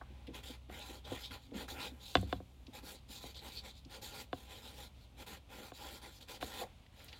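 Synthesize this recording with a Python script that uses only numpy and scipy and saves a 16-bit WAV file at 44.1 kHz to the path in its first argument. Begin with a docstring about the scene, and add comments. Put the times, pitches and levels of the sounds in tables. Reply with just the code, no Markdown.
"""At a table in a quiet room, a felt-tip marker writes on a sheet of paper close to the microphone.
Tiny random slips of the nib's fibres drive three filters: the sheet rasps, the fibres fizz, the nib sings.
Each stroke swells and fades with the pen's speed, over light clicks, soft bumps and a faint brush of skin.
Sharp blows ring the table top; the heel of the hand thumps it twice, and its low modes ring out as sines.
Underneath lie the dull rumble of the hand, faint air noise and a low, slowly sinking hum."""
import sys
import numpy as np
from scipy import signal
from scipy.fft import rfft, irfft
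from scipy.io import wavfile
from scipy.ndimage import uniform_filter1d

SR = 44100
rng = np.random.default_rng(int(sys.argv[2]) if len(sys.argv) > 2 else 0)


def file_out(sig):
    """Save sig as 16-bit WAV at sys.argv[1]."""
    # one column per channel
    cols = np.atleast_2d(sig).T
    # limit, then scale
    lim = np.clip(cols, -1, 1)
    pcm = np.round(lim * 32767).astype(np.int16)
    wavfile.write(sys.argv[1], SR, pcm)


N = 317167  # length in samples

# All levels are settings ahead of the mix trims; spectra are relative, since each layer is scaled afterwards.
# pen strokes: start_s, length_s, fastest moment (share of length), rasp_db, fizz_db, song_db, nib pitch_hz
STROKES = [(0.33, 0.076, 0.25, -54, -61.5, -56.5, 3400), (0.428, 0.14, 0.048, -56.5, -60.0, -54.5, 3200),
           (0.684, 0.29, 0.24, -56.5, -64.5, -63, 3360), (0.824, 0.18, 0.34, -58.5, -62, -58, 3220),
           (1.036, 0.15, 0.8, -51.5, -61, -55, 3300), (1.179, 0.11, 0.18, -59, -60.5, -54.5, 3460),
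           (1.299, 0.069, 0.47, -52, -60, -54.5, 3600), (1.364, 0.12, 0.63, -73.0, -76, -67.5, 3620),
           (1.528, 0.12, 0.58, -48.5, -58, -52, 3430), (1.677, 0.084, 0.058, -54.5, -56, -54, 3600),
           (1.731, 0.14, 1, -47.0, -56, -63, 3650), (1.994, 0.28, 0.24, -67.5, -62, -54, 3650),
           (2.26, 0.12, 0.31, -61.5, -66.5, -61, 3430), (2.727, 0.07, 0.28, -54, -58.5, -60.5, 3660),
           (2.817, 0.15, 0.41, -56.5, -57.5, -59, 3930), (3.078, 0.14, 0.27, -61.5, -58, -55.5, 3970),
           (3.196, 0.14, 0.2, -59.5, -60.5, -58.5, 4020), (3.338, 0.074, 0.31, -63, -68, -51, 3920),
           (3.401, 0.11, 0.61, -54, -59.5, -57.5, 3570), (3.499, 0.11, 0.3, -63.5, -62, -55.0, 4100),
           (3.631, 0.091, 0.079, -58.5, -64, -55.5, 3550), (3.731, 0.059, 0.94, -78, -73, -59.5, 4130),
           (3.889, 0.1, 0.44, -55.0, -61, -54, 3450), (4.012, 0.12, 0.072, -56.5, -55.5, -53, 3950),
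           (4.09, 0.132, 0.93, -51, -56.0, -50.5, 3470), (4.313, 0.25, 0.21, -65.5, -67.0, -64.0, 3300),
           (4.469, 0.17, 0.36, -59.5, -63, -60, 3270), (4.608, 0.15, 0.25, -59, -62.5, -58, 3470),
           (4.717, 0.16, 0.61, -59.5, -61.5, -55.5, 3230), (4.924, 0.14, 0.8, -79, -79.5, -70.5, 3700),
           (5.164, 0.069, 0.75, -55.5, -62, -58, 3600), (5.261, 0.12, 0.039, -52, -58, -54.5, 3470),
           (5.481, 0.16, 0.5, -55.5, -61.5, -61.5, 3700), (5.614, 0.097, 0.09, -56, -60, -59.5, 3850),
           (5.727, 0.054, 0.85, -62.5, -59, -55.5, 4000), (5.771, 0.16, 0.42, -52, -59, -59, 3730),
           (5.879, 0.12, 0.39, -55.5, -58.5, -56.5, 3800), (6.012, 0.098, 0.091, -56.5, -62, -58.5, 3840),
           (6.086, 0.11, 0.64, -70, -67, -61.5, 3870), (6.201, 0.035, 0.28, -61.5, -64, -54.5, 3950),
           (6.271, 0.104, 0.36, -54.0, -58, -54.5, 3770), (6.402, 0.17, 0.074, -54.5, -56.5, -56, 3660),
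           (6.505, 0.13, 0.79, -49, -54, -53, 3700), (6.908, 0.21, 0.7, -67, -69.5, -64.5, 3380),
           (7.11, 0.15, 0.073, -65, -74, -61, 3400)]
# the nib catches and sings out: start_s, length_s, level_db
SQUEAKS = [(0.45, 0.058, -52), (0.79, 0.052, -52.5), (1.04, 0.03, -54.5), (1.229, 0.041, -46.5),
           (1.78, 0.12, -49.5), (2.948, 0.03, -58.5), (3.149, 0.041, -51), (3.36, 0.045, -52),
           (3.559, 0.044, -47.5), (3.69, 0.025, -56.5)]
SQUEAK_PEAK = 0.26  # fastest moment of a squeak, as a share of its length
RASP_LAW, FIZZ_LAW, NIB_LAW = 0.6, 0.98, 0.76  # each layer's amplitude grows as pen speed to this power
RELEASE_S = 0.0077  # smoothing time of the power: the scratch lingers after the pen slows
# colour of the slips in the sheet: pitch_hz, gain_db
RASP_SPECTRUM = [(60, -6), (170, 0.5), (260, 5.5), (500, 1.5), (660, -3.5), (900, -3.5), (1200, -6.5),
                 (2000, -3), (2700, -6.5), (3500, -21.5), (4300, -25), (7000, -48)]
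# colour of the slips in the fibres: pitch_hz, gain_db
FIZZ_SPECTRUM = [(2000, -44), (4200, -12), (5500, 0.5), (6200, -2), (7100, 5.5), (8300, -3), (9300, -0.5),
                 (10500, -1), (11500, -0.5), (13000, 1), (15500, -3.5), (16500, -13)]
# colour of the slips in the nib: pitch_hz, gain_db
NIB_SPECTRUM = [(1000, -56), (2200, -7), (3000, -6.5), (3500, 2), (4000, 1), (4400, 1.5), (4900, -3),
                (5600, -8.5), (8000, -8.5), (14000, -28)]
# resonances and dips of the sheet lying on the table: pitch_hz, width_hz, lift_db
SHEET_MODES = [(554, 89, 8.5), (699, 75, -7), (804.5, 132, 14), (1009, 20, 14.5), (1195, 33, -5.5),
               (1415, 210, 5), (1640, 96, 4.5), (1720, 45, -9.5), (2395, 410, 4), (2990, 100, 10.5),
               (3200, 75, 9), (3400, 180, 18.5)]
# the side of the hand brushes faintly over the paper: start_s, length_s, rasp_db, fizz_db
BRUSHES = [(0, 0.35, -68.5, -99), (1.877, 0.34, -68, -76.5), (2.336, 0.44, -82, -81.5),
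           (6.615, 0.12, -67.5, -94)]
BRUSH_PEAK, BRUSH_LAW = 0.067, 0.28  # fastest moment (share of length); power of speed
# light clicks of the nib, the barrel and the paper: start_s, peak_db, pitch_hz, t60_s
TICKS = [(0.013, -36.5, 990, 0.056), (.269, -43.5, 2800, 0.089), (.269, -56, 9500, 0.044),
         (.344, -38.5, 2730, 0.043), (.697, -38.5, 1070, 0.034), (.793, -41, 9100, 0.0095),
         (1.309, -40, 1800, 0.054), (1.512, -48, 2520, 0.0083), (1.518, -45, 600, 0.054),
         (1.682, -38.5, 1480, 0.085), (2.168, -29, 2200, 0.027), (2.212, -43, 8800, 0.016),
         (2.667, -42, 3420, 0.032), (3.344, -43, 3650, .04), (3.849, -46.5, 3840, .03),
         (4.022, -42, 4500, 0.047), (6.284, -41, 3640, .04), (6.41, -38, 2390, 0.057),
         (6.864, -46.5, 2540, 0.023), (7.002, -47.5, 1840, 0.058), (7.044, -39, 11400, 0.019),
         (7.082, -42.5, 3260, 0.11), (7.128, -36.5, 2930, 0.047)]
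TICK_RISE_S = 0.0004  # a click swells this quickly
# sharp blows on the table: start_s, peak_db, treble_db (7 dB is added to it for the treble tilt)
KNOCKS = [(.0135, -43.5, -23), (0.495, -45, -53), (.696, -38.5, -14), (1.1158, -29.5, -49),
          (2.1526, -10, -4), (2.17, -28, 0), (2.227, -32, -41), (2.326, -21.5, -10), (2.401, -37.5, -34),
          (3.238, -37, -24), (4.329, -25, -11.5), (5.718, -38, -14.5), (6.426, -26.5, -7.5)]
# colour of a blow on the table top: pitch_hz, gain_db
KNOCK_SPECTRUM = [(25, -28), (65, -5), (130, -8), (220, -25.5), (290, -10), (680, -10), (840, -18.5),
                  (1070, -14.5), (1600, -10.5), (2300, -24.5), (2750, -18), (3600, -16.5), (5400, -36.5),
                  (12000, -59.5)]
# modes of the table top: pitch_hz, width_hz, lift_db
TABLE_MODES = [(66.3, 6.8, -0.5), (94, 24, -1.5), (197, 17, 9), (264.6, 61, 15.5), (363, 23, 6),
               (504, 70, 7.5), (736, 117, 14.5), (1061, 130, 10.5), (1440, 150, 0.5), (2400, 150, 5),
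               (3000, 140, 3.5), (3315, 120, -14), (3460, 76, 9), (4690, 480, 5)]
# the heel of the hand thumps the table: start_s, peak_db
THUMPS = [(2.173, -30), (2.351, -42)]
# low modes of the table that a thump rings: pitch_hz, level_db, t60_s
THUMP_MODES = [(69.9, -5.5, 1), (97.3, 3, 0.31), (187.4, -0.5, .3), (248, -9, 0.25)]
THUMP_RISE_S = 0.0032  # a thump builds up over this time
# soft bumps of the hand and the nib pressing down: start_s, level_db, pitch_hz, length_s (swell peaks at 1/4)
BUMPS = [(0.103, -57, 227, 0.038), (.278, -46.5, 313, 0.052), (.496, -49.5, 300, 0.027),
         (0.69, -51.5, 210, 0.033), (0.892, -52, 365, .05), (1.074, -50.5, 84, 0.1),
         (1.12, -45, 380, 0.035), (1.305, -52.5, 160, 0.028), (1.516, -46.5, 352, 0.06),
         (1.543, -43, 220, 0.053), (1.683, -51, 70.6, 0.079), (1.916, -51.5, 308, 0.04),
         (2.175, -44, 281, 0.037), (2.243, -51, 200, 0.057), (2.682, -49.5, 283, 0.025),
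         (2.832, -53, 288, 0.029), (3.096, -54.5, 280, 0.027), (3.244, -52.5, 282, .031),
         (3.856, -53, 187, 0.029), (6.614, -41.5, 600, 0.043)]
# rumble of the hand shifting on the table: time_s, level_db
HAND_LEVEL = [(0, -71), (.5, -65), (1.2, -68.5), (1.8, -47.5), (2.1, -75), (2.6, -58), (3.1, -70.5),
              (5.6, -65.5), (7.19, -77)]
# colour of that rumble: pitch_hz, gain_db
HAND_SPECTRUM = [(25, -11), (45, -15), (65, 22.5), (100, -26), (140, -4), (270, -2.5), (450, -5),
                 (900, -46), (3000, -41)]
# colour of the quiet room's air: pitch_hz, gain_db
AIR_SPECTRUM = [(20, -12), (45, 2), (80, 2), (160, -10.5), (250, -12.5), (380, -24), (520, -19), (800, -20),
                (1700, -32), (2400, -26), (3600, -25), (5200, -35), (12000, -42.5), (16000, -45.5)]
AIR_DB = -60  # middle level, around which the air drifts
# lines of the room's low hum: pitch_hz, level_db
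HUM_LINES = [(63, 3), (97, -28.5), (124, -7.5)]
HUM_DB, HUM_FADE_DB_PER_S = -54.5, 1.54  # hum level at the start around which it drifts; how fast it sinks
EDGE_HZ = 16000  # top of the sound's band


def writing():
    """One stream of slips drives sheet, fibres and nib; the grip flutters with the grain of the paper."""
    start, length, fastest, rasp_db, fizz_db, nib_db, nib_hz = np.transpose(STROKES)
    drive = slips(per_s=4000, spread_db=-0.5, smooth=0.58)
    drive = drive * gain_of(1.2 * wander(hz=108.2))
    # ever new fibres meet the paper, each bundle with its own colour
    drive = patchy(drive, depth_db=2.6, span_s=0.05, span_hz=520)
    # the hand and the things on the table throw the scratch back and comb it
    drive = drive + gain_of(-10) * echoes(drive, t60=0.03, first_s=0.001)

    # the sheet answers the uneven pressure of the hand
    pressure = gain_of(0.4 * wander(hz=22))
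    rasp_level = loudness(zip(start, length, fastest, rasp_db), RASP_LAW)
    rasp = coloured(drive, RASP_SPECTRUM, SHEET_MODES) * pressure * rasp_level
    fizz_level = loudness(zip(start, length, fastest, fizz_db), FIZZ_LAW)
    fizz = coloured(drive, FIZZ_SPECTRUM) * fizz_level

    # the nib's resonance glides from one stroke's pitch to the next as the pen turns
    pitch_hz = np.interp(np.arange(N) / SR, start + length / 2, nib_hz)
    ring = resonate(drive, pitch_hz, width=1320)
    steady = loudness(zip(start, length, fastest, nib_db), NIB_LAW)
    squeaks = loudness([(s, length_s, SQUEAK_PEAK, db) for s, length_s, db in SQUEAKS], NIB_LAW)
    song = coloured(ring, NIB_SPECTRUM) * np.hypot(steady, squeaks)
    return gain_of(0.44) * rasp + gain_of(-0.82) * fizz + gain_of(-1.45) * song


def slips(per_s, spread_db, smooth):
    """Fibres letting go: random clicks of uneven size over a smooth rub."""
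    size = gain_of(spread_db * np.minimum(rng.exponential(1, N), 4))
    size = size * rng.choice([-1, 1], N)
    clicks = evened(size * (rng.random(N) < per_s / SR))
    return clicks + smooth * rng.standard_normal(N)


def speed(length_s, fastest):
    """The pen speeds up from rest and slows again: two quarter sines that meet at the fastest moment."""
    u = np.linspace(0, 1, round(length_s * SR))
    fastest = np.clip(fastest, 0.03, 0.97)
    return np.sin(np.pi / 2 * np.minimum(u / fastest, (1 - u) / (1 - fastest)))


def loudness(moves, law):
    """Amplitude of a layer over time; rows hold start_s, length_s, fastest moment, level_db."""
    power = np.zeros(N)
    for s, length_s, fastest, db in moves:
        amplitude = gain_of(db) * speed(length_s, fastest) ** law
        add(power, s, amplitude ** 2)
    r = np.exp(-1 / (RELEASE_S * SR))
    return np.sqrt(signal.lfilter([1 - r], [1, -r], power + 1e-20))


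def brushing():
    """Skin slides over the sheet: a smooth, faint rub."""
    rasp_level = loudness([(s, length_s, BRUSH_PEAK, db) for s, length_s, db, _ in BRUSHES], BRUSH_LAW)
    fizz_level = loudness([(s, length_s, BRUSH_PEAK, db) for s, length_s, _, db in BRUSHES], BRUSH_LAW)
    rub = rng.standard_normal(N)
    rasp = rasp_level * coloured(rub, RASP_SPECTRUM, SHEET_MODES)
    return rasp + fizz_level * coloured(rub, FIZZ_SPECTRUM)


def ticks(octaves=0.63):
    """Brief rattling clicks: decaying noise, each around its own pitch."""
    out = np.zeros(N)
    for s, peak_db, hz, t60 in TICKS:
        click = burst(hz, octaves)
        t = np.arange(len(click)) / SR
        click = click * (1 - np.exp(-t / TICK_RISE_S)) * gain_of(-60 * t / t60)
        add(out, s, gain_of(peak_db) * click / abs(click).max())
    return out


def knocks():
    """Pen and hand strike the table; the treble of each blow scatters off things close by."""
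    out = np.zeros(N)
    for s, peak_db, treble_db in KNOCKS:
        add(out, s, blow(peak_db, treble_db))
    treble = signal.sosfilt(signal.butter(2, 2200, "high", fs=SR, output="sos"), out)
    return out + gain_of(-5.5) * echoes(treble, t60=0.026, first_s=0.001)


def blow(peak_db, treble_db, flight_s=0.000597, lag_cycles=1.599):
    """The table rings briefly; a hard blow reaches the treble, and slow bending waves bring the bass later."""
    hz = np.fft.rfftfreq(16384, 1 / SR)
    # the treble tilt starts at 500 Hz
    tilt = np.clip(np.log((hz + 1) / 500) / np.log(5), 0, 1.5)
    hardness_db = (treble_db + 7) * tilt
    log_gain = np.log(gain_of(shape_db(hz, KNOCK_SPECTRUM, TABLE_MODES) + hardness_db))
    # minimum phase: the ring starts at once and dies away
    mirrored = np.r_[log_gain, log_gain[-2:0:-1]]
    causal = np.conj(signal.hilbert(mirrored))[:len(hz)]
    delay_s = flight_s + lag_cycles / (hz + 20)
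    ring = irfft(np.exp(causal - 2j * np.pi * np.cumsum(delay_s) * hz[1]))
    return gain_of(peak_db) * ring / abs(ring).max()


def thumps():
    """The heel of the hand lands, and the table's low modes ring out as decaying sines."""
    t, out = np.arange(SR) / SR, np.zeros(N)
    ring = sum(gain_of(db - 60 * t / t60) * np.sin(2 * np.pi * hz * t) for hz, db, t60 in THUMP_MODES)
    ring = ring * (1 - np.exp(-t / THUMP_RISE_S))
    for s, peak_db in THUMPS:
        add(out, s, gain_of(peak_db) * ring / abs(ring).max())
    return out


def bumps(octaves=0.68):
    """Soft, rounded bumps: the push swells quickly and eases off."""
    out = np.zeros(N)
    for s, db, hz, length_s in BUMPS:
        bump = burst(hz, octaves, TABLE_MODES)
        u = np.arange(len(bump)) / SR / (length_s / 4)
        swell = u * np.exp(1 - u)
        add(out, s, gain_of(db) * evened(bump * swell) * np.sqrt(np.mean(swell ** 2)))
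    return out


def hand():
    """Dull rumble of the hand shifting on the table: noise through the table's modes."""
    level_db = np.interp(np.arange(N) / SR, *np.transpose(HAND_LEVEL))
    rumble = coloured(rng.standard_normal(N), HAND_SPECTRUM, TABLE_MODES)
    return rumble * gain_of(level_db + 1.8 * wander(hz=11))


def room_tone():
    """Faint, uneven air noise and a low hum of sines that wavers, swells and slowly fades."""
    t = np.arange(N) / SR
    hum = np.zeros(N)
    for hz, db in HUM_LINES:
        swell = gain_of(db + 0.53 * wander(hz=1.5))
        hum += swell * np.sin(2 * np.pi * hz * t + 2.1 * wander(hz=1.9))
    hum_db = HUM_DB - HUM_FADE_DB_PER_S * t + 0.8 * wander(hz=0.5)
    air = coloured(rng.standard_normal(N), AIR_SPECTRUM) * gain_of(AIR_DB + 1.1 * wander(hz=4.6))
    return air + gain_of(hum_db) * evened(hum)


def echoes(x, t60, first_s):
    """Sparse reflections of random sign that die away; energy 1."""
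    t = np.arange(SR // 2) / SR
    taps = rng.standard_normal(len(t)) * gain_of(-60 * t / t60)
    hits = (rng.random(len(t)) < 3000 / SR) * (t > first_s)  # 3000 reflections a second on average
    taps = taps * hits
    return signal.fftconvolve(x, taps / np.linalg.norm(taps))[:N]


def burst(hz, octaves, resonances=()):
    """A third of a second of noise in a band around hz; rms 1."""
    f = np.fft.rfftfreq(16384, 1 / SR) + 1
    band = 1 / (1 + (np.log2(f / hz) / octaves) ** 4)
    phase = np.exp(2j * np.pi * rng.random(len(f)))
    return evened(irfft(band * gain_of(lift_db(f, resonances)) * phase))


def resonate(x, hz, width):
    """A resonance of gain 1 that follows the curve hz: shift down, smooth, shift back up."""
    turn = np.exp(2j * np.pi * np.cumsum(hz) / SR)
    r = np.exp(-np.pi * width / SR)
    return 2 * (turn * signal.lfilter([1 - r], [1, -r], x / turn)).real


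def patchy(x, depth_db, span_s, span_hz):
    """Lets the colour of a sound drift in random patches of time and frequency."""
    hz, t, z = signal.stft(x, SR, nperseg=256)
    field = rng.standard_normal(z.shape)
    for axis, size in enumerate([span_hz / hz[1], span_s / t[1]]):
        field = uniform_filter1d(field, max(round(size), 1), axis)
    return signal.istft(z * gain_of(depth_db * evened(field)), SR)[1][:N]


def coloured(x, spectrum, resonances=()):
    """Filters by a spectrum and its resonances; rms 1."""
    gain = gain_of(shape_db(np.fft.rfftfreq(N, 1 / SR), spectrum, resonances))
    return evened(irfft(rfft(x) * gain, N))


def shape_db(hz, spectrum, resonances):
    """A smooth spectrum with its resonances, in dB."""
    return read(spectrum, hz) + lift_db(hz, resonances)


def lift_db(hz, resonances):
    """Resonant bumps and dips, in dB."""
    return sum(lift / (1 + (2 * (hz - f) / width) ** 2) for f, width, lift in resonances)


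def read(points, hz):
    """A spectrum joined by straight lines on a log-frequency axis."""
    f, value = np.transpose(points)
    return np.interp(np.log(hz + 1), np.log(f + 1), value)


def wander(hz):
    """Smooth chance up to about the given rate; rms 1."""
    f = np.fft.rfftfreq(N, 1 / SR)
    return evened(irfft(rfft(rng.standard_normal(N)) * np.exp(-(f / hz) ** 2), N))


def gain_of(db):
    """Decibels to amplitude."""
    return 10 ** (np.asarray(db) / 20)


def evened(x):
    """Scales to rms 1."""
    return x / np.sqrt(np.mean(x ** 2) + 1e-20)


def add(mix, s, sound):
    """Mixes a sound in at time s."""
    part = mix[max(round(s * SR), 0):][:len(sound)]
    part += sound[:len(part)]


def scene():
    """All the sounds of the table, with a little of the room."""
    paper = gain_of(0.5) * writing() + brushing() + gain_of(-4.5) * ticks()
    table = gain_of(-3.0) * knocks() + thumps() + bumps() + gain_of(-6) * hand()
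    near = paper + table
    room = gain_of(-20.0) * echoes(near, t60=0.18, first_s=0.0055)
    return (near + room + room_tone())[None]


def record(dry):
    """The microphone drops the deepest bass; then a steep low-pass limits the band."""
    thinned = signal.sosfilt(signal.butter(5, 35, "high", fs=SR, output="sos"), dry)
    low_pass = signal.firwin(511, EDGE_HZ, window=("kaiser", 9), fs=SR)
    return signal.oaconvolve(thinned, low_pass[None], "same")


dry = scene()
out = record(dry)
file_out(out)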